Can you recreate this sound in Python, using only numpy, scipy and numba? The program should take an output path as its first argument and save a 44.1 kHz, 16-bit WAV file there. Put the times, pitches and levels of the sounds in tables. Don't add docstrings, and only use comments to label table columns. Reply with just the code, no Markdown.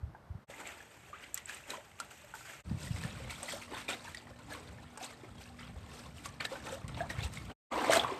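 import sys
import numpy as np
from scipy import signal
from scipy.fft import rfft, irfft, next_fast_len
from scipy.io import wavfile
from scipy.ndimage import uniform_filter1d
from numba import njit

SR = 44100
rng = np.random.default_rng(int(sys.argv[2]) if len(sys.argv) > 2 else 0)


def transcribe(u):
    v = np.clip(np.atleast_2d(u).T, -1, 1)
    q = np.round(v * 32767).astype(np.int16)
    wavfile.write(sys.argv[1], SR, q)


N = 361179
TIME = np.arange(N) / SR
CONTROL_S = np.arange(0, N / SR, .001)

# (start [s], end [s])
DECK, STEPS, PILES, WATERLINE = (-0.05, 0.46), (0.468, 2.63), (2.632, 7.54), (7.70, 8.25)
# (gurgle [dB], splash [dB], spray [dB]), before each place's trim
STEPS_REST, PILES_REST, WATERLINE_REST = (-62.5, -62.5, -67), (-58.5, -63, -68), (-47.5, -49.5, -60.5)
# (crest [s], splash [dB], build-up [s], splash drain [s],
#                          gurgle [dB re splash], spray [dB re splash])
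WAVELETS = [(0.502, -55.5, 0.0051, 0.15, -1, -5.5), (0.61, -52, .04, .05, 1, -6),
            (0.677, -46.5, .02, 0.085, -7, -8.5), (1.139, -51, 0.0066, 0.056, -8, -21),
            (1.235, -54, 0.013, 0.041, -20, -15), (1.348, -59, .004, .016, -11, 10),
            (1.383, -51.5, 0.029, .035, -13, -9), (1.502, -49, 0.033, 0.095, -12, -5.5),
            (1.72, -48, .042, .05, -1, -5), (2.01, -58, .006, 0.095, -1, -5),
            (2.115, -59.5, 0.016, 0.12, -3, -1), (2.345, -55, 0.0052, 0.12, -4, 1.5),
            (2.50, -51, 0.049, 0.085, -12.5, -6.5), (2.712, -59.5, 0.034, .05, 6.5, -1.5),
            (2.84, -52.5, 0.048, 0.12, -3.5, 1.5), (2.97, -50.5, 0.025, 0.057, -1.5, -2),
            (3.06, -50, 0.09, 0.14, -2, -4.5), (3.2, -52.5, 0.054, 0.11, -5, -8),
            (3.305, -48.5, 0.011, 0.069, -5.5, 0), (3.435, -51.5, 0.068, 0.17, -1, -3.5),
            (3.535, -49.5, 0.1, 0.06, -3.5, 1.5), (3.635, -51, 0.022, 0.028, -17, -4),
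            (3.73, -52, 0.027, 0.074, 2.5, -7), (3.805, -44, 0.046, 0.048, -14, -7.5),
            (3.894, -39.5, 0.0095, 0.056, -4, -5), (4.115, -53, 0.097, .08, -13, -3),
            (4.272, -63.5, 0.015, 0.025, 12, -8), (4.535, -52.5, .065, .1, 1, -4.5),
            (4.875, -59, 0.014, 0.034, -13, -14), (5.041, -48.5, .035, 0.034, -3, 0),
            (5.105, -56.5, .02, 0.029, -3, -2), (5.42, -59.5, 0.038, 0.089, -15, 0.5),
            (5.615, -51.5, 0.037, 0.06, -11, -10), (5.98, -60, .08, 0.11, 2, 2),
            (6.17, -61, 0.019, 0.15, -10, 1.5), (6.257, -48, 0.014, .02, -11, 0),
            (6.408, -40, 0.006, 0.024, -8, -12), (6.453, -39, 0.0083, 0.011, -7, -4.5),
            (6.529, -50, 0.045, 0.081, 2, -3.5), (6.675, -49.5, 0.038, 0.025, 1.5, -4.5),
            (6.736, -49, 0.037, 0.033, 3, -1), (6.90, -55, .02, .07, 5, -9),
            (7.01, -51, 0.054, 0.06, 0.5, -7.5), (7.108, -44.5, 0.013, 0.029, 0, -4),
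            (7.197, -46.5, 0.042, 0.051, -2.5, -9), (7.24, -50.5, .014, 0.028, -6, 2.5),
            (7.342, -52.5, 0.026, 0.093, -3, -1.5), (7.505, -55, 0.013, 0.062, 6.5, -11.5),
            (7.752, -41.5, 0.04, 0.15, 8.5, -11), (7.865, -37.5, 0.052, 0.13, 3, -11),
            (7.934, -28.5, 0.023, 0.036, -14, -5), (7.97, -33, .016, 0.039, 0, -10)]
# (frequency [Hz], density [dB per Hz])
STEPS_COLOUR = [(220, -0.5), (330, -2), (600, -1.5), (850, -1.5), (1100, -7), (1600, -1.0), (2500, -0.5),
                (4000, -13.5), (5500, -14.0), (7000, -9.5), (8300, -11.5), (9500, -20.5), (11000, -14),
                (12800, -14)]
PILES_COLOUR = [(220, 0), (330, -5.5), (550, -4), (850, -6.5), (1100, -10.5), (2300, -10), (4400, -22.5),
                (6500, -26.5), (8300, -25.5), (9500, -30.5), (11000, -30), (12800, -30)]
WATERLINE_COLOUR = [(220, -3.5), (320, -0.5), (450, -5.5), (600, -2), (1000, -3.5), (1400, -11),
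                    (2300, -11), (3300, -16), (6000, -21), (8300, -20), (10000, -27), (12800, -24)]
# (time [s], level [dB], starting pitch [Hz])
PLIPS = [(0.15, -46, 1580), (0.539, -39.5, 2060), (1.3437, -23, 7650), (1.3448, -24, 11960),
         (1.3748, -36, 1980), (1.4576, -33.5, 7850), (1.4955, -32, 1680), (1.546, -38, 8140),
         (1.704, -28.5, 3930), (2.0013, -31, 1360), (2.3386, -34, 1460), (2.4975, -39, 1710),
         (3.037, -33.5, 1750), (3.2974, -34, 2240), (3.4301, -32, 8300), (3.5216, -33, 3320),
         (4.1462, -34, 1900), (4.172, -35, 4700), (4.549, -40, 1076), (6.257, -35, 1123),
         (6.4035, -27.5, 2350), (6.4514, -27.5, 1745), (6.555, -36, 1510), (7.0055, -28.5, 1660),
         (7.1013, -29.5, 1850), (7.2345, -33, 2680), (7.3723, -34, 2165), (7.9963, -16, 3390)]
# (time [s], level [dB], starting pitch [Hz], decay to 1/e [cycles])
GULPS = [(0.148, -36, 830, 2.3), (0.4975, -36.5, 568, 3.1), (1.130, -38.5, 1170, 18),
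         (1.735, -34.5, 967, 7.9), (1.78, -40.5, 579, 5.6), (2.339, -39, 850, 6.7), (3.2, -43, 500, 7.2),
         (3.534, -34.5, 577, 9), (3.721, -28.5, 366, 1.5), (4.975, -40.5, 830, 6.6),
         (5.012, -39.5, 736, 14), (5.234, -35.5, 350, 2.2), (6.517, -35.5, 510, 8.9),
         (6.668, -40, 818, 10.5), (6.723, -36.5, 511, 14), (7.005, -29.5, 667, 11.4),
         (7.758, -24, 962, 8.6), (7.866, -26, 970, 7.2), (7.896, -9.5, 595, 2.3), (7.933, -20.5, 607, 4.3),
         (7.959, -19.5, 643, 8.5), (8.046, -18, 1055, 3.7), (8.095, -30, 966, 7.4), (8.119, -27, 376, 3.5)]
# (time [s], level before trim [dB], reference pitch [Hz], decay to 1/e, floored later [s])
SLAPS = [(1.376, -38, 2100, .0045), (1.494, -45, 1690, .006), (1.704, -35.5, 3720, 0.0018),
         (1.9998, -34.5, 1720, 0.0054), (3.0369, -38.5, 1750, 0.0022), (3.43, -38, 1580, 0.0068),
         (3.889, -45, 1100, .017), (4.147, -42, 1870, .003), (4.974, -35, 861, .004),
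         (5.044, -39.5, 1500, 0.0045), (6.258, -35, 1150, .0045), (6.451, -48, 1690, 0.0026),
         (6.88, -44.5, 1600, 0.0053), (7.336, -39.5, 2130, 0.0033), (7.934, -22.5, 725, 0.0065)]
# (peak time [s], rumble [dB], swell and fade time to 1/e [s])
GUSTS = [(0.03, -51, 0.11), (0.33, -55, 0.073), (2.72, -41, 0.055), (3.05, -43, 0.29), (3.9, -59, 0.52),
         (4.46, -51, 0.15), (4.77, -52.5, 0.14), (5.32, -51, 0.1), (5.74, -50, 0.22), (6.2, -53, 0.36),
         (6.9, -49.5, 0.27), (7.27, -46.5, 0.38), (7.95, -52, 0.19)]
# (frequency [Hz], density [dB per Hz])
WIND_COLOUR = [(15, -47.5), (25, -35), (52, -2.5), (76, 0), (120, -1), (205, -7.5), (244, -20.5),
               (269, -24), (330, -17.5), (430, -61), (730, -120)]
# (time [s], peak [dB], pitch [Hz])
BUFFETS = [(0.028, -29.5, 81), (0.299, -33.5, 77.5), (0.347, -35, 106), (2.67, -35, 89.5),
           (2.711, -26, 182), (2.741, -29, 127), (2.905, -25, 124), (2.938, -29, 94.2), (3.048, -28.5, 133),
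           (5.758, -35, 78.1), (6.839, -32.5, 118), (7.181, -27, 110), (7.217, -33.5, 115),
           (7.241, -30, 73)]
# (frequency [Hz], density [dB per Hz])
HARBOUR_COLOUR = [(250, 0), (420, -2.5), (800, -2), (1500, -7.5), (2500, -19), (5000, -25.5), (8200, -34),
                  (13000, -28.5)]

DRAIN_SHARES = np.array([[1.34], [1], [1]])
RIPPLE_DB, RIPPLES_PER_S = 0.88, 20
PLIP_CYCLES_AT_1KHZ, PLIP_CYCLES_POWER = 6.9, 0.2
GLIDE_PER_CYCLE = 0.0075
WHARF_T60_S, WHARF_DB = 0.17, -14.5
BREEZE_DB = -64
HUM_HZ, HUM_DB = 240.8, -64
HARBOUR_DB = -60.5
CUTOFF_HZ = 13150


def from_db(db):
    return 10 ** (np.asarray(db) / 20)


def rms_one(x):
    return x / np.sqrt(np.mean(x ** 2) + 1e-20)


def in_time(rows):
    s, *columns = np.transpose(rows)
    return [np.interp(TIME, s, column) for column in columns]


def add(out, s, sound):
    at = max(0, round(s * SR))
    out[at:at + len(sound)] += sound[:max(0, N - at)]


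def band(x, low_hz, high_hz, order=2):
    edges_hz = [low_hz, min(high_hz, .45 * SR)]
    return signal.sosfilt(signal.butter(order, edges_hz, "band", fs=SR, output="sos"), x)


def coloured(x, spectrum):
    size = next_fast_len(N + 4096)
    hz, db = np.transpose(spectrum)
    grid_hz = np.maximum(np.fft.rfftfreq(size, 1 / SR), 1)
    gain = from_db(np.interp(np.log(grid_hz), np.log(hz), db))
    return rms_one(irfft(rfft(x, size) * gain, size)[:N])


def drift(per_s):
    knots = rng.standard_normal(1000)
    return rms_one(np.interp(TIME * per_s, np.arange(len(knots)), knots))


def wash(rest, colour, fizz_per_s, drips_per_s, drips_db, far_db, level_db, clump_db=2.5):
    clumps = from_db(clump_db * drift(110))
    fizz = bubble_cloud(fizz_per_s, spread_db=3.5, cycles=3.63)
    drips = band(bubble_cloud(drips_per_s, spread_db=4.0, cycles=7.0, rise=0.025), 300, 7500)
    near_water = wharf(clumps * (fizz + from_db(drips_db) * drips))
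    far_water = from_db(far_db) * rng.standard_normal(N)
    water = coloured(near_water + far_water, colour)
    out = np.zeros(N)
    bands_hz = [(220, 1200), (1200, 4000), (4000, 15000)]
    for edges_hz, flow_db in zip(bands_hz, in_time(flow(rest))):
        bubbles = band(water, *edges_hz, order=4)
        own_swell = np.sqrt(uniform_filter1d(bubbles ** 2, size=SR // 5) + 1e-12)
        out += bubbles / own_swell * from_db(flow_db + level_db)
    return out


def flow(rest):
    power = from_db(rest)[:, None] ** 2
    for crest_s, splash_db, build_s, drain_s, gurgle_db, spray_db in WAVELETS:
        age_s = CONTROL_S - crest_s
        build = (age_s / build_s) ** 2
        drain = age_s / (drain_s * DRAIN_SHARES)
        envelope = np.exp(-np.where(age_s < 0, build, drain))
        crest = from_db([[splash_db + gurgle_db], [splash_db], [splash_db + spray_db]])
        power = power + (crest * envelope) ** 2
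    ripples_db = RIPPLE_DB * np.interp(CONTROL_S, TIME, drift(RIPPLES_PER_S))
    return np.column_stack([CONTROL_S, *(10 * np.log10(power) + ripples_db)])


def bubble_cloud(per_s, spread_db, cycles, rise=0.0099):
    when, size, force, damping, depth = rng.random((int(per_s * N / SR), 5)).T
    hz = 200 * (1 + 7.1 * size) ** 2
    force_db = spread_db * np.minimum(-np.log(1 - force), 3.5)
    height = hz ** .65 * from_db(force_db)
    ring_cycles = max(cycles, 2) * (.6 + .8 * damping) * (hz / 1000) ** .25
    return rms_one(ring_bubbles(when * N / SR, height, hz, ring_cycles, 2 * rise * depth))


@njit
def ring_bubbles(start_s, height, hz, cycles, rise):
    out = np.zeros(N)
    for k in range(len(hz)):
        at = int(start_s[k] * SR)
        life = cycles[k] * SR / hz[k]
        for i in range(min(int(5.5 * life), N - at)):
            age = i / life
            turns = cycles[k] * age * (1 + rise[k] * age * age / 3)
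            swell = turns ** 2 / (turns ** 2 + .25)
            out[at + i] += height[k] * np.exp(-age) * swell * np.sin(2 * np.pi * turns)
    return out


def gulps(level_db=0.0):
    s, db, hz, cycles = np.array(GULPS, float).T.copy()
    return ring_bubbles(s, from_db(db + level_db), hz, np.maximum(cycles, 1), GLIDE_PER_CYCLE * cycles)


def plips(level_db=0.0, rise=0.0065):
    s, db, hz = np.array(PLIPS, float).T.copy()
    cycles = PLIP_CYCLES_AT_1KHZ * (hz / 1000) ** PLIP_CYCLES_POWER
    return ring_bubbles(s, from_db(db + level_db), hz, cycles, np.full(len(s), rise))


def slaps(level_db=-3.5, spray_db=-1.0, attack_s=0.000084, grain=0.32):
    out, t = np.zeros(N), TIME[:SR // 5]
    for s, db, hz, decay_s in SLAPS:
        lumps = rms_one(uniform_filter1d(rng.standard_normal(len(t)), size=40))
        burst = rng.standard_normal(len(t)) * np.exp(grain * lumps)
        hollow = rms_one(band(burst, hz * 0.5, hz * 2.84))
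        spray = from_db(spray_db) * rms_one(band(burst, 3300, 8800))
        envelope = (1 - np.exp(-t / attack_s)) * np.exp(-t / max(decay_s, .002))
        add(out, s, from_db(db + level_db) * (hollow + spray) * envelope)
    return out


def wharf(x, dull_hz=3500, build_s=0.0025):
    t = TIME[:SR // 2]
    echoes = rng.standard_normal(len(t)) * from_db(-60 * t / WHARF_T60_S) * (1 - np.exp(-t / build_s))
    echoes = band(echoes, 160, dull_hz)
    return x + from_db(WHARF_DB) * signal.fftconvolve(x, echoes / np.linalg.norm(echoes))[:N]


def wind(rumble_db=0.0, lumpy_db=1.5, buffet_db=0.0, swell_cycles=0.69):
    power = from_db(BREEZE_DB) ** 2
    for s, db, swell_s in GUSTS:
        power = power + (from_db(db) * np.exp(-((CONTROL_S - s) / swell_s) ** 2)) ** 2
    strength = np.interp(TIME, CONTROL_S, np.sqrt(power))
    lumps = from_db(rumble_db + lumpy_db * drift(25))
    out = coloured(rng.standard_normal(N), WIND_COLOUR) * strength * lumps
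    t = TIME[:SR // 8]
    for s, db, hz in BUFFETS:
        age = t * hz / swell_cycles
        envelope = (age * np.exp(1 - age)) ** 2
        add(out, s, from_db(db + buffet_db) * envelope * np.sin(2 * np.pi * (hz * t + rng.random())))
    return out


def hum(waver_db=-2.5, waver_hz=1.305):
    phase = 2 * np.pi * np.cumsum(HUM_HZ + waver_hz * drift(7.2)) / SR
    return np.sqrt(2) * from_db(HUM_DB + waver_db * drift(5.5)) * np.sin(phase)


def harbour():
    return from_db(HARBOUR_DB) * coloured(rng.standard_normal(N), HARBOUR_COLOUR)


def heard_at(place, fade_s=0.024):
    start_s, end_s = place
    return np.clip(np.minimum(TIME - start_s, end_s - TIME) / fade_s, 0, 1) ** 2


def scene():
    steps = wash(STEPS_REST, STEPS_COLOUR, fizz_per_s=7000, drips_per_s=180,
                 drips_db=-4.5, far_db=2.5, level_db=-0.76)
    piles = wash(PILES_REST, PILES_COLOUR, fizz_per_s=6000, drips_per_s=400,
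                 drips_db=-0.5, far_db=0.5, level_db=-1.0)
    waterline = wash(WATERLINE_REST, WATERLINE_COLOUR, fizz_per_s=5400, drips_per_s=700,
                     drips_db=-3.5, far_db=-0.5, level_db=-2.0)
    near = wharf(plips() + gulps() + slaps()) + wind()
    places = [(DECK, harbour()), (STEPS, steps), (PILES, piles + hum()), (WATERLINE, waterline)]
    return sum(heard_at(place) * (water + near) for place, water in places)[None]


def record(dry, port_hz=8200, port_db=-2.0, dip_hz=10300, dip_share=0.65, low_cut_hz=42):
    peak = signal.lfilter(*signal.iirpeak(port_hz, 5, fs=SR), dry)
    dip = signal.lfilter(*signal.iirpeak(dip_hz, 4, fs=SR), dry)
    ported = dry + from_db(port_db) * peak - dip_share * dip
    low_cut = signal.butter(3, low_cut_hz, "high", fs=SR, output="sos")
    top_cut = signal.ellip(12, .2, 70, CUTOFF_HZ, fs=SR, output="sos")
    return signal.sosfilt(top_cut, signal.sosfilt(low_cut, ported))


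dry = scene()
out = record(dry)
transcribe(out)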